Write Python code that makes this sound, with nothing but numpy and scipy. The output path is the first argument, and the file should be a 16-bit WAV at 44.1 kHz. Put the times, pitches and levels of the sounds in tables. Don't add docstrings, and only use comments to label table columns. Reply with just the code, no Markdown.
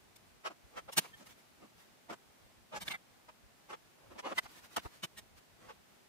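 import sys
import numpy as np
from scipy import signal
from scipy.fft import rfft, irfft
from scipy.io import wavfile

SR = 44100
rng = np.random.default_rng(int(sys.argv[2]) if len(sys.argv) > 2 else 0)


def wav_record(signal):
    frames = np.transpose(np.atleast_2d(signal))
    bounded = np.clip(frames, -1, 1)
    quanta = np.round(bounded * 32767).astype(np.int16)
    wavfile.write(sys.argv[1], SR, quanta)


N = 268128
TOP_HZ = 15600
CONTACT_SIZE = 16384
CONTACT_HZ = np.fft.rfftfreq(CONTACT_SIZE, 1 / SR)


def scrapes(trim_db=-3.5):
    # (time [s], half length [s], level before trim [dB], thud [dB rel], hiss [dB rel],
    # ring [Hz], ring lift [dB])
    strokes = [(0.468, 0.017, -36.5, -28, -12, 1295, 12), (0.513, .015, -54, -3, -14, 684, 5),
               (0.747, 0.018, -60.5, -10, -26, 850, 12), (0.782, .018, -43.5, -13, -10.5, 1324, 16.5),
               (0.894, .011, -45.5, -15, -22, 825, 19.5), (1.055, 0.013, -50.5, -22, -10, 1044, 3),
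               (1.221, .021, -65.5, 9.5, 3, 620, 9), (1.637, 0.027, -62, 5, -13, 650, -6),
               (2.109, 0.014, -45, -3, -10.5, 699, 11), (2.133, 0.013, -48, -3.5, -7.5, 674, 13.5),
               (2.741, .017, -45, -7.5, -16.5, 625, 16), (2.768, .017, -43, -13.5, -4, 1675, 21),
               (3.294, 0.011, -52, -21, -15, 1258, 17.5), (3.709, 0.015, -47.5, -16, -10, 853, 11),
               (3.737, 0.016, -43.5, -20, -16, 854, 19), (4.050, 0.075, -68, -4, -18, 790, 0),
               (4.123, 0.019, -58.5, 1.5, -11, 780, 5), (4.164, 0.015, -58, 2.5, -18, 867, 10),
               (4.196, 0.012, -45.5, -11, -5, 1195, 10), (4.267, 0.024, -39.5, -10, -16.5, 790, 12.5),
               (4.308, .025, -49, -7, -8.5, 2840, 9), (4.325, 0.011, -39.5, -5.5, -22, 1073, 10),
               (4.462, 0.009, -49, -35, -13, 1400, 16), (4.778, 0.0073, -36.5, -5, -8, 700, 13),
               (4.861, 0.01, -44.5, -14.5, -26, 930, 11.5), (5.652, 0.049, -63.5, -2, -6, 1320, 14),
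               (5.704, 0.019, -49.5, -16, -15, 862, 11.5)]
    # (frequency [Hz], level [dB])
    outline = [(29, -57), (50, -43), (253, -14), (371, -4), (460, 1.5), (856, 6), (1010, 7.5), (1280, -0.5),
               (1790, -9.5), (2890, -14), (4040, -19.5), (12700, -39.5), (15000, -49)]
    # (frequency [Hz], width [Hz], lift [dB])
    glass_modes = [(201, 46, 11), (318, 120, 9.5), (371, 97, 4), (533, 44, 6.5), (620, 110, 4),
                   (860, 210, -1), (1046, 47, -18), (1290, 320, 5), (2690, 2700, 7)]
    tone = colour(outline)
    glass = tone * resonances(glass_modes)
    track = np.zeros((2, N))
    for time_s, half_s, level_db, thud_db, hiss_db, ring_hz, lift_db in strokes:
        knock_db = 3.23 + 0.35 * thud_db
        bright_db = 3.3 + 0.44 * hiss_db
        levels_db = level_db + np.array([thud_db, knock_db, 0, bright_db, hiss_db])
        notes = tone * rings((ring_hz, ring_hz / 2), (lift_db, lift_db - 3.9))
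        scrape = contact(swell(half_s, taper=2.1), levels_db, glass, notes,
                         grit=0.37, diffuse=0.9, pan_db=-0.7, hiss_pan_db=0.0)
        add(track, scrape, time_s)
    return undb(trim_db) * track


def rule(trim_db=-1.1):
    # (time [s], half length [s], level before trim [dB], thud [dB rel],
    # clang [dB rel], hiss [dB rel], ring [Hz], second ring [Hz], ring lift [dB])
    clacks = [(0.165, .006, -71, -7, 10, 14, 2500, 3300, 9),
              (0.933, 0.0095, -56, -7, 6.5, 9.5, 2846, 5380, 21),
              (0.984, .011, -33, -4, 6, 8, 1620, 2740, 10),
              (1.144, 0.011, -64.5, -7, 11, -6, 1804, 3220, 36),
              (2.823, .015, -53, -0.5, 6.5, 5, 3780, 3400, 3),
              (2.883, 0.0043, -52, 1, 19, 4.5, 3500, 4150, 16),
              (2.917, 0.013, -47, -6, 9, -0.5, 2092, 2750, 21.5),
              (2.948, 0.013, -46.5, -15, 5.5, -12, 2060, 2260, 30),
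              (4.387, 0.0082, -33.5, -23.5, 5.5, -7.5, 2030, 1817, 25),
              (4.769, 0.0049, -31, -17, -6, -7, 1118, 1290, 11),
              (4.794, 0.011, -58.5, -3, 7.5, -0.5, 1540, 2740, 15),
              (5.042, 0.012, -46.5, 1, 8.5, 2, 2990, 2750, 14.5),
              (5.186, .014, -57.5, -5, 7.5, 6.5, 1856, 2840, 17.5)]
    # (frequency [Hz], level [dB])
    outline = [(29, -64), (50, -21.5), (177, 4), (292, -17.5), (964, 1), (1280, -1), (1630, -0.5),
               (3670, -1.5), (7330, -11.5), (12100, -14), (15000, -17)]
    # (frequency [Hz], width [Hz], lift [dB])
    steel_modes = [(196, 52, 8.5), (330, 69, 8), (358, 25, 13), (640, 29, 11), (1667, 29, 8.5),
                   (1740, 24, 6), (1950, 91, 4.5), (2240, 100, 9.5), (2930, 320, 7.5), (3580, 550, 7),
                   (4470, 56, 8), (6500, 130, 4), (8530, 250, 8), (12080, 100, 11.5)]
    tone = colour(outline)
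    steel = tone * resonances(steel_modes)
    track = np.zeros((2, N))
    for time_s, half_s, level_db, thud_db, clang_db, hiss_db, ring_hz, second_hz, lift_db in clacks:
        knock_db = -3.5 + 0.41 * thud_db
        levels_db = level_db + np.array([thud_db, knock_db, 0, clang_db, hiss_db])
        notes = tone * rings((ring_hz, second_hz), (lift_db, lift_db - 3))
        clack = contact(swell(half_s, taper=2.24), levels_db, steel, notes,
                        grit=0.32, diffuse=0.65, pan_db=-1.0, hiss_pan_db=0.3)
        add(track, clack, time_s)
    return undb(trim_db) * track


def swishes(trim_db=-1.0):
    # (time [s], half length [s], level before trim [dB])
    bursts = [(1.017, 0.084, -62.5), (1.19, 0.031, -69), (1.271, .013, -62.5), (1.310, 0.025, -65),
              (1.397, 0.023, -73), (1.808, 0.044, -70.5), (2.883, 0.024, -54), (4.378, 0.02, -55.5),
              (4.444, 0.019, -63.5), (4.517, 0.047, -67), (4.578, 0.034, -64), (4.649, .024, -63.5),
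              (4.739, 0.04, -65.5), (4.850, 0.031, -64), (4.95, 0.048, -68.5), (5.382, 0.017, -68)]
    # (frequency [Hz], level [dB])
    outline = [(29, -37), (50, -21), (253, -7), (428, 4), (1630, -6), (1790, -5), (2450, -7),
               (15000, -17.5)]
    # (thud, knock, middle, bright, hiss) [dB rel]
    registers_db = (-2.5, -5.5, 0.5, 4.5, 2.5)
    tone = colour(outline)
    track = np.zeros((2, N))
    for time_s, half_s, level_db in bursts:
        swish = contact(swell(half_s, taper=1.9), level_db + np.array(registers_db), tone, notes=0,
                        grit=0.47, diffuse=2.7, pan_db=-1.1, hiss_pan_db=-0.2)
        add(track, swish, time_s)
    return undb(trim_db) * track


def table(boom_hz=72, width_hz=55):
    # (time [s], half length [s], level [dB])
    thumps = [(0.652, 0.028, -60.5), (0.982, .02, -54), (2.842, 0.058, -61), (3.451, 0.019, -59),
              (4.448, 0.0092, -58), (4.783, 0.016, -55), (4.861, 0.0065, -41)]
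    response = 1 / (1 + (2 * (CONTACT_HZ - boom_hz) / width_hz) ** 4)
    track = np.zeros((2, N))
    for time_s, half_s, level_db in thumps:
        push = rfft(rng.standard_normal(CONTACT_SIZE))
        boom = irfft(two_sides(push * response, scatter=0.076))
        add(track, shaped(boom, swell(half_s, taper=1.6), level_db), time_s)
    return track


def room(level_db=-67, waver_db=0.35, rumble_hz=110, rumble_waver_db=6.0):
    # (frequency [Hz], level [dB])
    outline = [(15, -38), (25, -10), (49, -3.5), (129, -3), (246, -4), (297, -7), (322, -6), (410, -7),
               (469, -8), (567, -8), (666, -7.5), (804, -7.5), (970, -10.5), (2010, -12.5), (15500, -25)]
    hz = np.fft.rfftfreq(N, 1 / SR)
    noise = rfft(rng.standard_normal((2, N))) * colour(outline, hz)
    low = 1 / (1 + (hz / rumble_hz) ** 4)
    rumble = irfft(noise * low, N) * np.array([[1], [1.11]])
    rumble *= undb(rumble_waver_db * wander(SR / 16, N) - 1.5)
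    mid, side = irfft(noise * (1 - low), N) + rumble
    air = np.array([mid + side, mid - side]) / mid.std()
    return air * undb(level_db - waver_db * wander(SR / 9, N))


def contact(envelope, levels_db, body, notes, grit, diffuse, pan_db, hiss_pan_db):
    edges_hz = (280, 750, 1500, 5000)
    slips = rng.standard_normal((3, CONTACT_SIZE)) * np.exp(grit * rng.standard_normal(CONTACT_SIZE))
    ripple = undb(2.5 * wander(110 / CONTACT_HZ[1], len(CONTACT_HZ)))
    spectra = rfft(slips / slips.std()) * body * ripple
    shared = two_sides(spectra[0], scatter=0.82)
    ringing = two_sides(notes, scatter=0.81, opposed_hz=400)
    spectrum = shared + ringing + diffuse * spectra[1:]
    lowpasses = [0] + [1 / (1 + (CONTACT_HZ / edge) ** 10) for edge in edges_hz] + [1]
    pans_db = [pan_db] * len(edges_hz) + [hiss_pan_db]
    sound = 0
    for low, high, db, left_db in zip(lowpasses, lowpasses[1:], levels_db, pans_db):
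        register = shaped(irfft(spectrum * (high - low)), envelope, db)
        sides = undb(np.array([[left_db], [-left_db]]) / 2)
        sound = sound + register * sides / np.sqrt(np.mean(sides ** 2))
    return sound


def resonances(modes):
    gain = np.ones(len(CONTACT_HZ))
    for centre_hz, width_hz, lift_db in modes:
        gain += (undb(lift_db) - 1) / (1 + (2 * (CONTACT_HZ - centre_hz) / width_hz) ** 2)
    return gain


def rings(notes_hz, lifts_db, slice_hz=60):
    lines = np.zeros(len(CONTACT_HZ), complex)
    for note_hz, lift_db in zip(notes_hz, lifts_db):
        lines[int(note_hz / CONTACT_HZ[1])] = undb(lift_db) * np.exp(2j * np.pi * rng.random())
    return lines * np.sqrt(CONTACT_SIZE * slice_hz / CONTACT_HZ[1])


def two_sides(spectrum, scatter, opposed_hz=600, scatter_hz=260):
    lag = np.pi / 2 * (1 + 0.29 / (1 + (CONTACT_HZ / opposed_hz) ** 4))
    lag += scatter * wander(scatter_hz / CONTACT_HZ[1], len(CONTACT_HZ))
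    return spectrum * np.exp(.5j * lag * np.array([[1], [-1]]) * rng.choice([-1, 1]))


def swell(half_s, taper):
    t = (np.arange(CONTACT_SIZE) - CONTACT_SIZE // 2) / SR
    return np.exp(-np.abs(t / half_s) ** taper)


def shaped(sound, envelope, db):
    sound = sound * envelope
    return sound * undb(db) * np.sqrt(np.sum(envelope ** 2) / np.sum(sound ** 2, axis=1, keepdims=True))


def colour(outline, hz=CONTACT_HZ):
    points_hz, db = np.transpose(outline)
    return undb(np.interp(np.log(hz + 1), np.log(points_hz), db)) * (hz < TOP_HZ)


def wander(step, size):
    line = signal.resample(rng.standard_normal(int(size / step) + 2), size)
    return line / line.std()


def undb(db):
    return 10 ** (np.asarray(db) / 20)


def add(track, sound, time_s):
    start = int(time_s * SR) - CONTACT_SIZE // 2
    first, last = max(start, 0), min(start + CONTACT_SIZE, N)
    track[:, first:last] += sound[:, first - start:last - start]


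def scene():
    return scrapes() + rule() + swishes() + table() + room()


def record(dry, low_cut_hz=32):
    thinned = signal.sosfilt(signal.butter(2, low_cut_hz, "high", fs=SR, output="sos"), dry)
    return signal.sosfiltfilt(signal.ellip(8, .1, 60, TOP_HZ, fs=SR, output="sos"), thinned)


dry = scene()
out = record(dry)
wav_record(out)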